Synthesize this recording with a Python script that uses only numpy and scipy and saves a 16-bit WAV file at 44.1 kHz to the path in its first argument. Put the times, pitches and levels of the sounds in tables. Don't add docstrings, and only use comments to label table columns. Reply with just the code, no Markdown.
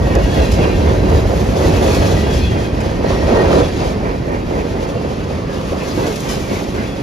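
import sys
import numpy as np
from scipy import signal
from scipy.fft import rfft, irfft, next_fast_len
from scipy.io import wavfile
from scipy.ndimage import uniform_filter1d, minimum_filter1d, map_coordinates

SR = 44100
rng = np.random.default_rng(int(sys.argv[2]) if len(sys.argv) > 2 else 0)


def wav_record(signal):
    frames = np.transpose(np.atleast_2d(signal))
    bounded = np.clip(frames, -1, 1)
    quanta = np.round(bounded * 32767).astype(np.int16)
    wavfile.write(sys.argv[1], SR, quanta)


N = 309582

TURNS_PER_S, TURN_START_S = 4.05, 0.391

# time_s, level_db
RUMBLE_CURVE = [(0.0, -17), (1.15, -16.5), (1.6, -17.5), (2.15, -16.5), (2.4, -18), (2.7, -22.5),
                (3.25, -19), (3.55, -19.5), (3.72, -23.5), (4.05, -23.5), (4.25, -25.5), (5.3, -26),
                (5.55, -28.5), (7.02, -29)]
# freq_hz, level_db (per Hz)
BODY_SPECTRUM = [(20, -36), (30, -15), (40, -9), (52, -0.5), (68, -2.5), (90, -2.5), (120, -8.5),
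                 (160, -13.5), (260, -21.5)]


def car_bodies(level_db, evenness=0.69, trim_db=1.0, heave_db=1.2, surge_db=2.0, surge_s=0.405):
    t = np.arange(N) / SR
    surge = np.cos(2 * np.pi * 2 * TURNS_PER_S * (t - surge_s))
    gain = from_db(level_db + trim_db + heave_db * drift(6.7) + surge_db * surge)
    return gain * evened(coloured(noise(), BODY_SPECTRUM), evenness, size=2600)


# centre_s, pitch_hz, level_db, half_length_s
BOOM_EVENTS = [(0.015, 58.7, -14.5, .028), (0.176, 57, -11, 0.024), (0.253, 59, -10, 0.021),
               (0.412, 69, -14, .022), (0.52, 63.5, -14.5, 0.036), (0.591, 168, -18, 0.026),
               (0.755, 157, -17, .025), (0.865, 72, -14.5, 0.05), (1.03, 91.5, -15.5, 0.025),
               (1.042, 195, -18, .02), (1.151, 79, -11.5, 0.039), (1.383, 70, -22, .025),
               (1.70, 160, -13, 0.023), (2.449, 69.6, -17, .03), (3.193, 59, -18.5, .03),
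               (3.326, 233, -16, 0.021), (3.262, 72, -17.5, .028), (3.39, 444, -18, .035),
               (3.533, 72, -16, .035), (3.57, 420, -20, .022), (3.607, 492, -16.5, 0.018),
               (4.565, 155, -24, 0.014), (5.736, 78, -22, .035), (5.98, 176, -23, 0.02),
               (6.0, 99.6, -23, 0.037), (6.524, 218, -23, .02), (6.805, 221, -23, .02)]


def booms(trim_db=0.0):
    out = np.zeros((2, N))
    for s, hz, db, length in BOOM_EVENTS:
        span, age, bell = around(s, length)
        tone = np.sin(2 * np.pi * (hz * age + rng.random((2, 1))))
        out[:, span] += from_db(db + trim_db) * bell * np.sqrt(2) * tone
    return out


# time_s, level_db
ROAR_CURVE = [(0, -20.5), (0.5, -20.5), (1.1, -18.5), (1.45, -21), (1.62, -16.5), (1.9, -16.5),
              (2.12, -18.5), (2.45, -25), (2.95, -22.5), (3.25, -17.5), (3.3, -14), (3.61, -13.5),
              (3.72, -25), (3.82, -21), (4.3, -27), (4.58, -23.5), (5.5, -25.5), (5.88, -24), (6.05, -22.5),
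              (6.2, -25.5), (6.6, -25), (7.02, -27)]
# freq_hz, level_db (per Hz)
RAIL_SPECTRUM = [(200, -42), (310, -5), (400, -1), (520, -1.5), (700, -7.5), (950, -12), (1250, -20),
                 (1700, -25.5), (3000, -50)]
# freq_hz, level_db (per Hz)
SLEEPER_SPECTRUM = [(80, -13), (125, -3), (170, 0), (250, -2), (310, -4.5), (450, -15)]


def track(sleeper_db, rail_db, turn, jolt_db=1.06, turn_db=1.0, evenness=0.99, clank_db=-4):
    drum = evened(coloured(grains(per_s=4000, spread_db=2), SLEEPER_SPECTRUM), evenness, size=4000)
    clank = from_db(clank_db) * rms_one(frames(rng.random(N) < 45 / SR))
    rail = coloured(grains(per_s=7000, spread_db=1.5), RAIL_SPECTRUM)
    roar = evened(rail + clank, evenness, size=3000)
    roar_gain = from_db(rail_db + jolt_db * drift(34) + turn_db * turn)
    return from_db(sleeper_db) * drum + roar_gain * roar


def rail_span(level_db, hz=1250, width_hz=650, share_db=-17, loud_db=-17, growth=0.73):
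    ring = rms_one(double_resonance(grains(per_s=6000, spread_db=2.5), hz, width_hz))
    return from_db(level_db + share_db + growth * np.maximum(level_db - loud_db, 0)) * ring


# freq_hz, width_hz, level_db
FRAME_MODES = [(165, 51, -6.5), (208.4, 17, -8.5), (284.6, 14.2, 0), (366, 22.5, 3), (416.3, 12, -4),
               (478.4, 29, -0.5), (553.5, 28, 1.5), (660, 18.7, -3.5), (972, 42, -5), (1162, 41, -13)]


def frames(jolts, contact_hz=1100):
    ring = sum(from_db(db) * resonance(jolts * noise(), hz, width) for hz, width, db in FRAME_MODES)
    return signal.sosfilt(signal.butter(4, contact_hz, fs=SR, output="sos"), ring)


def frame_rattle(roar_db, share_db=-7, loud_db=-15, growth=0.8, per_s=220):
    rattle = evened(rms_one(frames(rng.random(N) < per_s / SR)), 0.45, size=2000)
    return from_db(roar_db + share_db + growth * np.minimum(roar_db - loud_db, 3)) * rattle


# freq_hz, level_db (per Hz)
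WHEEL_SPECTRUM = [(800, 2), (1200, -10), (1500, 1.5), (2100, 4), (2700, 2), (3100, -2.5), (3700, -13),
                  (5000, -3.5), (8000, -58)]


def wheels(level_db, wash_db=-4.0, judder_db=0.7, chirp_db=-9):
    wash = coloured(grains(per_s=9000, spread_db=1.5), WHEEL_SPECTRUM)
    wash = wash * from_db(wash_db + judder_db * drift(32))
    return from_db(level_db) * (wheel_ring() + wash + from_db(chirp_db) * chirps(1501, 2850, count=520))


SPEED_M_S, TRACK_M, SOUND_M_S = 12, 4, 343
# nearest_s, pitch_factor, ring_db
WHEEL_PASSES = [(0.45, 1.0, 0), (2.2, 1.01, -1), (3.45, .995, -5), (4.6, .99, -10.5), (6.1, 1.01, -6.5),
                (7.3, .99, -4.5)]
# freq_hz, width_hz, level_db
WHEEL_MODES = [(1618, 57, 2), (1880, 24, 3), (2162, 40, -4), (2508, 78, 3), (2775, 65, -2),
               (3264, 65, -7.5), (3290, 65, -8), (4057, 90, -2.5), (4810, 69, -4.5), (5570, 110, -34)]


def wheel_ring(wander_db=3.5):
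    t, out = np.arange(N) / SR, 0
    for s, pitch, ring_db in WHEEL_PASSES:
        contact, ring = noise(), 0
        for hz, width, db in WHEEL_MODES:
            mode = rms_one(resonance(contact, hz * pitch, width))
            ring = ring + from_db(db + wander_db * drift(7.0)) * mode
        distance = np.hypot(TRACK_M, SPEED_M_S * (t - s))
        left_wheel = t - distance / SOUND_M_S
        heard = np.array([np.interp(left_wheel, t, path, left=0) for path in rms_one(ring)])
        out = out + from_db(ring_db) * heard * TRACK_M / distance
    return out


# time_s, hiss_db
HISS_CURVE = [(0.0, -41), (0.42, -35), (0.7, -38.5), (1.45, -37), (1.93, -30.5), (2.25, -36.5),
              (2.38, -34.5), (2.7, -41.5), (3.0, -40.5), (3.1, -36.5), (3.47, -34.5), (3.56, -32.5),
              (3.72, -37.5), (3.87, -34.5), (4.05, -44.5), (4.35, -45.5), (4.7, -41), (5.4, -42.5),
              (6.05, -35), (6.33, -36.5), (6.45, -38.5), (7.02, -41.5)]
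# time_s, level_db (relative to their hiss)
SIZZLE_CURVE = [(0, -5), (0.65, -7.5), (1.35, -4), (3.6, -11), (4.3, -6), (5.3, -10), (6.2, -2.5),
                (7.02, -6.5)]
# freq_hz, level_db (per Hz)
FLANGE_SPECTRUM = [(2000, -24), (3200, 5), (4200, 2), (5200, -0.5), (6500, -1.5), (8200, -11.5),
                   (10000, -7.5), (13000, -50)]
# freq_hz, level_db (per Hz)
GRIT_SPECTRUM = [(7000, 7), (8500, -3), (10000, -3), (12000, -0.5), (13500, -11.5), (15500, -3.5),
                 (16500, -20)]


def flanges(level_db, sizzle_db, turn, flutter_db=1.43, turn_db=1.27, grit_db=-5, chirp_db=-13):
    rub = coloured(noise(), FLANGE_SPECTRUM) + from_db(chirp_db) * chirps(3800, 6800, count=500)
    crushing = noise() + from_db(grit_db) * grains(per_s=3300, spread_db=-8.0)
    sizzle = from_db(sizzle_db) * coloured(crushing, GRIT_SPECTRUM)
    gain = from_db(level_db + flutter_db * drift(15) + turn_db * turn)
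    return gain * rms_one(rms_one(rub) + sizzle)


# start_s, level_db, pitch_factor
JOINT_KNOCKS = [(0.066, -8, 1), (0.156, 1.5, 1), (0.166, 4.5, 0.64), (0.368, -4, 0.67), (0.399, -2, 1.01),
                (0.588, 1, 0.83), (0.655, -2, .7), (1.037, -6, 0.47), (1.119, -1, 0.8), (1.307, -7, 1.08),
                (1.673, -4, 0.78), (1.818, -0.5, 0.94), (1.862, -1, 0.91), (1.966, -5, 0.83),
                (2.021, -2, 1.08), (2.265, -3.5, 0.86), (2.293, -4, .76), (3.044, -2, 0.9),
                (3.104, -3.5, 1), (3.287, 0, 0.65), (3.323, -2, 0.57), (3.347, -1, 0.93), (3.376, -2, 0.76),
                (3.43, -2.5, 0.83), (3.506, -1, 0.88), (3.535, 2.5, .9), (3.556, 1, .72), (3.603, -2, .9),
                (4.031, -7, 0.8), (4.505, -3.5, 0.73), (4.953, -7, 0.81), (5.721, -4.5, 0.94),
                (5.975, -2.5, 0.58), (6.002, -5, .6), (6.054, -6, 1), (6.072, -7, 0.76),
                (6.368, -5.5, 0.35), (6.51, -2.5, 0.56), (6.528, -8.5, 0.66), (6.739, -13, 1.13)]
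# freq_hz, level_db (per Hz), at pitch factor 1
KNOCK_SPECTRUM = [(40, -26), (90, -3), (200, 0), (400, -3), (560, 10.5), (800, 0.5), (1400, -18.5),
                  (3000, -24), (8000, -48)]


def knocks(strike_db=-12, rise_s=0.0015, t60_s=0.16, ring_db=-25):
    out, jolts, after = np.zeros((2, N)), np.zeros(N), np.arange(SR // 4)
    burst = evened(coloured(noise(), KNOCK_SPECTRUM), 1.0, size=700)
    fall = blow(0, rise_s, t60_s)[after]
    for s, db, pitch in JOINT_KNOCKS:
        start = round(s * SR)
        thud = np.array([map_coordinates(path, [start + pitch * after], order=1) for path in burst])
        hit = from_db(strike_db) * fall * thud + punch(after / SR, pitch)
        out[:, start:start + len(after)] += from_db(db) * hit[:, :N - start]
        jolts[start] = from_db(db + ring_db)
    return out + frames(jolts)


# freq_hz (at pitch factor 1), width_hz, level_db
AXLE_MODES = [(217, 80, -8.5), (530, 100, -4), (1150, 300, -9)]


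def punch(age, pitch, contact_s=0.0024):
    swing = 0
    for hz, width, db in AXLE_MODES:
        tone = np.sin(2 * np.pi * (hz * pitch * age + rng.random((2, 1))))
        swing = swing + from_db(db) * np.exp(-np.pi * width * age) * tone
    return (1 - np.exp(-age / contact_s)) * swing


TOUCH_S, THUMP_LEAD_S, EARSHOT_S = 0.1, 0.03, 0.64
# nearest_s, turn_s, thump_db, roar_db, rasp_db, ring_db
WORN_WHEELS = [(0.645, 0.24, -25, -20.5, -38, -36), (2.29, 0.25, -29, -24.5, -45, -44),
               (3.11, 0.24, -37, -31, -34, -35), (4.334, 0.243, -30, -22, -43, -46),
               (6.55, 0.25, -25.5, -28, -33.5, -33)]


def worn_patches(count=4):
    thump, rest = 0, 0
    for nearest_s, turn_s, thump_db, *levels_db in WORN_WHEELS:
        since_s = np.arange(-count, count + 1) * turn_s
        near = 1 / (1 + (since_s / EARSHOT_S) ** 4)
        touches = sum(size * swell(nearest_s + s, TOUCH_S) for s, size in zip(since_s, near))
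        early = np.interp(np.arange(N) + THUMP_LEAD_S * SR, np.arange(N), touches)
        thump = thump + from_db(thump_db) * early
        rest = rest + from_db(levels_db)[:, None] * touches
    return thump, *rest


def axle_thumps(force, hz=101, width_hz=130):
    shake = double_resonance(noise(), hz, width_hz)
    return force * evened(rms_one(shake), 0.65, size=1500)


# freq_hz, level_db (per Hz)
WORN_SPECTRUM = [(250, -7), (450, 1), (700, -5), (1000, -7.5), (1400, -18.5), (1800, -19), (2400, -21.5),
                 (3200, -40.5)]


def worn_growl(force, trim_db=-0.5):
    growl = evened(coloured(grains(per_s=5000, spread_db=1.5), WORN_SPECTRUM), 1.0, size=1500)
    return from_db(trim_db) * force * growl


# centre_s, level_db, half_length_s
TREAD_SCRAPES = [(1.94, -21.5, 0.056), (3.13, -26, 0.049), (3.3, -34, .04), (3.383, -22, 0.06),
                 (3.535, -19, 0.041), (6.07, -30, .035), (6.553, -40, 0.044)]
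# freq_hz, level_db (per Hz)
SCRAPE_SPECTRUM = [(500, -3), (1000, 20), (1800, 9), (2600, 5), (3600, 0), (6000, -8.5), (12000, -55)]


def scrapes(worn_rasp, trim_db=-4.5):
    pressure = worn_rasp + sum(from_db(db) * swell(s, length) for s, db, length in TREAD_SCRAPES)
    return from_db(trim_db) * pressure * coloured(grains(per_s=2500, spread_db=3.0), SCRAPE_SPECTRUM)


# centre_s, pitch_hz, level_db, half_length_s
FLANGE_GRINDS = [(0.65, 1690, -36, .03), (1.7, 780, -28, .03), (1.82, 890, -26, .025),
                 (1.94, 2400, -32, .04), (2.05, 2430, -38, .05), (2.55, 1950, -38, .06),
                 (3.12, 1920, -38, 0.05), (3.36, 1070, -33, .06), (3.4, 1500, -34, 0.055),
                 (3.57, 1000, -27, .05), (4.08, 1840, -39, .06), (4.09, 2300, -42, 0.064),
                 (4.295, 1880, -36, 0.064), (4.35, 2300, -43, 0.072), (4.577, 1900, -45, .06),
                 (5.363, 2190, -39, .035), (5.823, 2550, -35.5, .03), (6.008, 900, -26, .03),
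                 (6.065, 1520, -33, .035), (6.544, 2300, -37, .055), (6.8, 1550, -32, .05)]


def grinds(trim_db=0.0, width_hz=240):
    out, slips = np.zeros((2, N)), grains(per_s=1200, spread_db=2.5)
    for s, hz, db, length in FLANGE_GRINDS:
        span, _, bell = around(s, length)
        band = signal.butter(2, [hz - width_hz / 2, hz + width_hz / 2], "band", fs=SR, output="sos")
        out[:, span] += from_db(db + trim_db) * bell * rms_one(signal.sosfilt(band, slips[:, span]))
    return out


# centre_s, pitch_hz, level_db, half_length_s, waver_hz, sink_hz_per_s
WHEEL_SQUEAKS = [(0.05, 1880, -38.5, .04, 12, 0), (0.125, 1860, -36, .035, 12, 4),
                 (0.178, 1640, -32, .02, 26, 0), (0.33, 3330, -43, .06, 22, 300),
                 (0.41, 3290, -42, .055, 50, 497), (0.43, 2725, -36, .065, 28, 600),
                 (0.44, 1875, -37, .035, 12, 0), (0.44, 4000, -45, .04, 35, 0),
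                 (0.6, 2600, -42, .09, 26, 897), (0.6, 2770, -45, .08, 30, 403),
                 (0.61, 3290, -40, 0.035, 28, 0), (0.58, 2180, -40, 0.07, 16, 200),
                 (0.72, 4030, -45, .06, 30, 0), (1.1, 4020, -50, .14, 12, 0),
                 (2.04, 2570, -39.5, 0.056, 38, 200), (2.19, 1950, -36, .055, 15, 200),
                 (2.33, 3330, -40.5, .05, 25, 400), (2.45, 3440, -41, .05, 10, 400),
                 (2.48, 3305, -38, .055, 9, 800), (2.44, 4230, -42.5, .05, 14, 400),
                 (2.45, 2600, -37, .035, 18, 200), (3.07, 1895, -37, .028, 22, 0),
                 (3.2, 1900, -38.5, .08, 22, 150), (3.385, 1870, -29, 0.045, 10, 200),
                 (3.654, 3390, -41.5, .09, 24, 300), (6.92, 3400, -44.5, .06, 18, 300)]


def squeaks(slips, trim_db=2.5, rasp_db=4.5):
    out, waver = np.zeros((2, N)), drift(106)
    rasp = rms_one(from_db(rasp_db * np.clip(drift(54), -2, 2)))
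    for s, hz, db, length, waver_hz, sink_hz_per_s in slips:
        span, age, bell = around(s, length)
        own = (span + rng.integers(N)) % N
        pitch_hz = hz - sink_hz_per_s * age + waver_hz * waver[own]
        phase = 2 * np.pi * (np.cumsum(pitch_hz) / SR + rng.random((2, 1)))
        out[:, span] += from_db(db + trim_db) * bell * rasp[own] * np.sqrt(2) * np.sin(phase)
    return out


def stray_squeaks(hiss_db, per_s=7, low_hz=2287, high_hz=5530, below_hiss_db=-11):
    length_s, waver_hz, sink_hz_per_s = 0.05, 17, 286
    slips = []
    for when, pitch in rng.random((int(per_s * N / SR), 2)):
        hz = low_hz * (high_hz / low_hz) ** pitch
        level_db = hiss_db[int(when * N)] + below_hiss_db
        slips.append((when * N / SR, hz, level_db, length_s, waver_hz, sink_hz_per_s))
    return slips


def chirps(low_hz, high_hz, count, length_s=0.02):
    out, age = np.zeros((2, N + SR // 5)), np.arange(SR // 5) / SR - 1 / 10
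    for when, pitch, size, *phase in rng.random((count, 5)):
        hz, start = low_hz * (high_hz / low_hz) ** pitch, int(when * N)
        tone = np.sin(2 * np.pi * (hz * age + np.array(phase)[:, None]))
        out[:, start:start + len(age)] += size * np.exp(-(age / length_s) ** 2) * tone
    return rms_one(out[:, SR // 10:SR // 10 + N])


# start_s, level_db, t60_s
COUPLER_CLASHES = [(0.514, -26, 0.22), (2.335, -31, .35), (2.803, -29, 0.11), (3.525, -28, 0.27),
                   (6.288, -24.5, 0.47)]
# freq_hz, width_hz, level_db
COUPLER_MODES = [(1150, 110, -1), (1530, 130, -1), (2400, 120, 1), (3040, 99, 2.5), (3600, 200, -1),
                 (4150, 150, -14), (5080, 170, 3.5), (5700, 300, -6), (6600, 400, -1)]


def clashes(trim_db=0.0, rise_s=0.0031):
    chatter = grains(per_s=2500, spread_db=1)
    modes = [from_db(db) * rms_one(resonance(chatter, hz, width)) for hz, width, db in COUPLER_MODES]
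    force = sum(from_db(db + trim_db) * blow(s, rise_s, t60) for s, db, t60 in COUPLER_CLASHES)
    return force * rms_one(sum(modes))


# start_s, level_db, t60_s
FITTING_CLINKS = [(0.152, -18, 0.016), (0.516, -29, 0.16), (1.945, -27, 0.19), (2.33, -34, .2),
                  (2.803, -34.5, .08), (6.067, -29, .08), (6.158, -26, .04), (6.203, -26, .045),
                  (6.29, -33.5, 0.36)]
# freq_hz, level_db (per Hz)
CLINK_SPECTRUM = [(1500, -18), (3000, -7), (5000, 6), (8000, 4), (11000, -4), (15500, -11)]


def clinks(rise_s=0.00071):
    force = sum(from_db(db) * blow(s, rise_s, t60) for s, db, t60 in FITTING_CLINKS)
    return force * coloured(noise(), CLINK_SPECTRUM)


def tank_shells(hz=1150, width_hz=320, nearest_s=5.74, nearest_db=-34.5, fade_db_per_s=11):
    level_db = nearest_db - fade_db_per_s * np.abs(np.arange(N) / SR - nearest_s)
    return from_db(level_db) * rms_one(double_resonance(noise(), hz, width_hz))


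# freq_hz, likeness (0-1)
PORT_LIKENESS = [(30, .99), (70, .97), (150, .92), (300, .84), (600, .74), (1000, .55), (1900, .33),
                 (2800, .5), (5000, .6), (6800, .73), (8200, .99), (9800, .72), (11500, .99), (13000, .55),
                 (15000, .99)]
# freq_hz, lead_rad
LEFT_LEAD = [(0, 0.0), (150, -0.22), (350, -0.76), (650, -1.43), (1200, -1.65), (1650, -2.06), (2000, 0.22),
             (2500, 0.23), (4200, -0.12), (5000, 0.77), (6500, -1.03), (7500, -2.39), (8200, -3.14),
             (9000, -3.87), (10200, -5.19), (10800, -6.11), (12200, -6.31), (13000, -7.25), (14000, -9.2),
             (16000, -9.76)]
# freq_hz, balance_db
PORT_BALANCE = [(60, -.3), (160, -.2), (270, -1.8), (450, -3.2), (740, -3.8), (1200, -1.8), (2000, 1),
                (3300, 2.2), (5500, 2.6), (8000, 0), (15000, 0)]


def microphone_pair(sound):
    size = next_fast_len(N + 2000)
    hz = np.arange(size // 2 + 1) * SR / size
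    straight, scattered = rfft(sound, size)
    alike, sides = np.clip(at_hz(PORT_LIKENESS, hz), 0, 1), np.array([[1], [-1]])
    ports = np.sqrt((1 + alike) / 2) * straight + sides * np.sqrt((1 - alike) / 2) * scattered
    ports[0] *= np.exp(1j * np.interp(hz, *np.transpose(LEFT_LEAD)))
    return irfft(ports * from_db(sides * at_hz(PORT_BALANCE, hz) / 2), size)[:, :N]


def from_one_side(sound, lag_s, shade_db, scatter_db=-9):
    straight, scattered = sound
    late = map_coordinates(straight, [np.arange(N) - lag_s * SR], order=1)
    scattered = from_db(scatter_db) * scattered
    ports = np.array([late + scattered, straight - scattered])
    return ports * from_db(np.array([[-1], [1]]) * shade_db / 2)


def from_db(db):
    return 10 ** (np.asarray(db) / 20)


def joined_db(level_db, strength):
    return 10 * np.log10(from_db(level_db) ** 2 + strength ** 2)


def rms_one(x):
    return x / np.sqrt(np.mean(x ** 2) + 1e-20)


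def in_time(curve):
    return np.interp(np.arange(N) / SR, *np.transpose(curve))


def at_hz(points, hz):
    known_hz, values = np.transpose(points)
    return np.interp(np.log(hz + 1), np.log(known_hz), values)


def drift(rate_hz):
    r = np.exp(-80 * np.pi * rate_hz / SR)
    slow = signal.lfilter([1], [1, -2 * r, r * r], rng.standard_normal(N // 40 + 2002))[2000:]
    return np.interp(np.arange(N) / 40, np.arange(len(slow)), rms_one(slow))


def noise():
    return rng.standard_normal((2, N))


def grains(per_s, spread_db):
    born = rng.random(N) < per_s / SR
    size = from_db(spread_db * np.minimum(rng.exponential(1, N), 4))
    return rms_one(born * size * noise())


def coloured(x, spectrum):
    size = next_fast_len(N)
    hz = np.arange(size // 2 + 1) * SR / size + 1
    skirts = np.minimum(1, np.minimum(hz / spectrum[0][0], spectrum[-1][0] / hz)) ** 2
    return rms_one(irfft(rfft(x, size) * from_db(at_hz(spectrum, hz)) * skirts, size)[:, :N])


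def evened(x, evenness, size):
    power = uniform_filter1d(x ** 2, size=size) + 1e-4
    return rms_one(x / power ** (np.clip(evenness, 0, 1) / 2))


def resonance(x, hz, width_hz):
    r = np.exp(-np.pi * width_hz / SR)
    whisper = 1e-18 * (np.arange(N) % 3)
    return signal.lfilter([1, 0, -1], [1, -2 * r * np.cos(2 * np.pi * hz / SR), r * r], x + whisper)


def double_resonance(x, hz, width_hz):
    return resonance(resonance(x, hz, width_hz), hz, width_hz)


def blow(s, rise_s, t60):
    age = np.maximum(np.arange(N) / SR - s, 0)
    return (1 - np.exp(-age / rise_s)) * from_db(-60 * np.minimum(age / t60, 2))


def swell(s, length_s):
    return np.exp(-2 * np.minimum(((np.arange(N) / SR - s) / length_s) ** 2, 20))


def around(s, length_s):
    first = max(0, int((s - 2.5 * length_s) * SR))
    span = np.arange(first, min(N, int((s + 2.5 * length_s) * SR)))
    age = span / SR - s
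    return span, age, np.exp(-(age / length_s) ** 2)


DRUM_DB, DRUM_PER_RUMBLE, DRUM_PER_ROAR = -22, 0.34, 0.14
RING_DB, RING_PER_ROAR, RING_PER_HISS = -33, 0.29, 0.31


def scene(rail_db=0.0, span_db=-2.5, flange_db=0.95):
    curves = (RUMBLE_CURVE, ROAR_CURVE, HISS_CURVE, SIZZLE_CURVE)
    rumble, roar, hiss, sizzle = (in_time(curve) for curve in curves)
    weight, rough, rub = rumble - rumble.mean(), roar - roar.mean(), hiss - hiss.mean()
    drum = DRUM_DB + DRUM_PER_RUMBLE * weight + DRUM_PER_ROAR * rough
    ring = RING_DB + RING_PER_ROAR * rough + RING_PER_HISS * rub
    thump, worn_roar, worn_rasp, worn_ring = worn_patches()
    turn = np.cos(2 * np.pi * TURNS_PER_S * (np.arange(N) / SR - TURN_START_S))

    cars = car_bodies(rumble) + booms() + axle_thumps(thump) + tank_shells()
    rails = track(drum, roar + rail_db, turn)
    steel = wheels(joined_db(ring, worn_ring)) + flanges(hiss + flange_db, sizzle, turn)
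    steel = steel + squeaks(WHEEL_SQUEAKS + stray_squeaks(hiss))
    ahead = microphone_pair(cars + rails + steel + knocks() + clashes() + clinks())
    abreast = rail_span(roar + span_db) + frame_rattle(roar) + scrapes(worn_rasp)
    abreast = from_one_side(abreast, lag_s=0.00016, shade_db=2)
    passed = from_one_side(worn_growl(worn_roar) + grinds(), lag_s=0.0004, shade_db=3.5)
    return ahead + abreast + passed


def record(dry, ceiling=0.93, cutoff_hz=16000):
    allowed = np.minimum(1, ceiling / (np.abs(dry).max(axis=0) + 1e-9))
    gain = uniform_filter1d(minimum_filter1d(allowed, size=300), size=300)
    return signal.sosfilt(signal.ellip(10, 0.1, 80, cutoff_hz, fs=SR, output="sos"), dry * gain)


dry = scene()
out = record(dry)
wav_record(out)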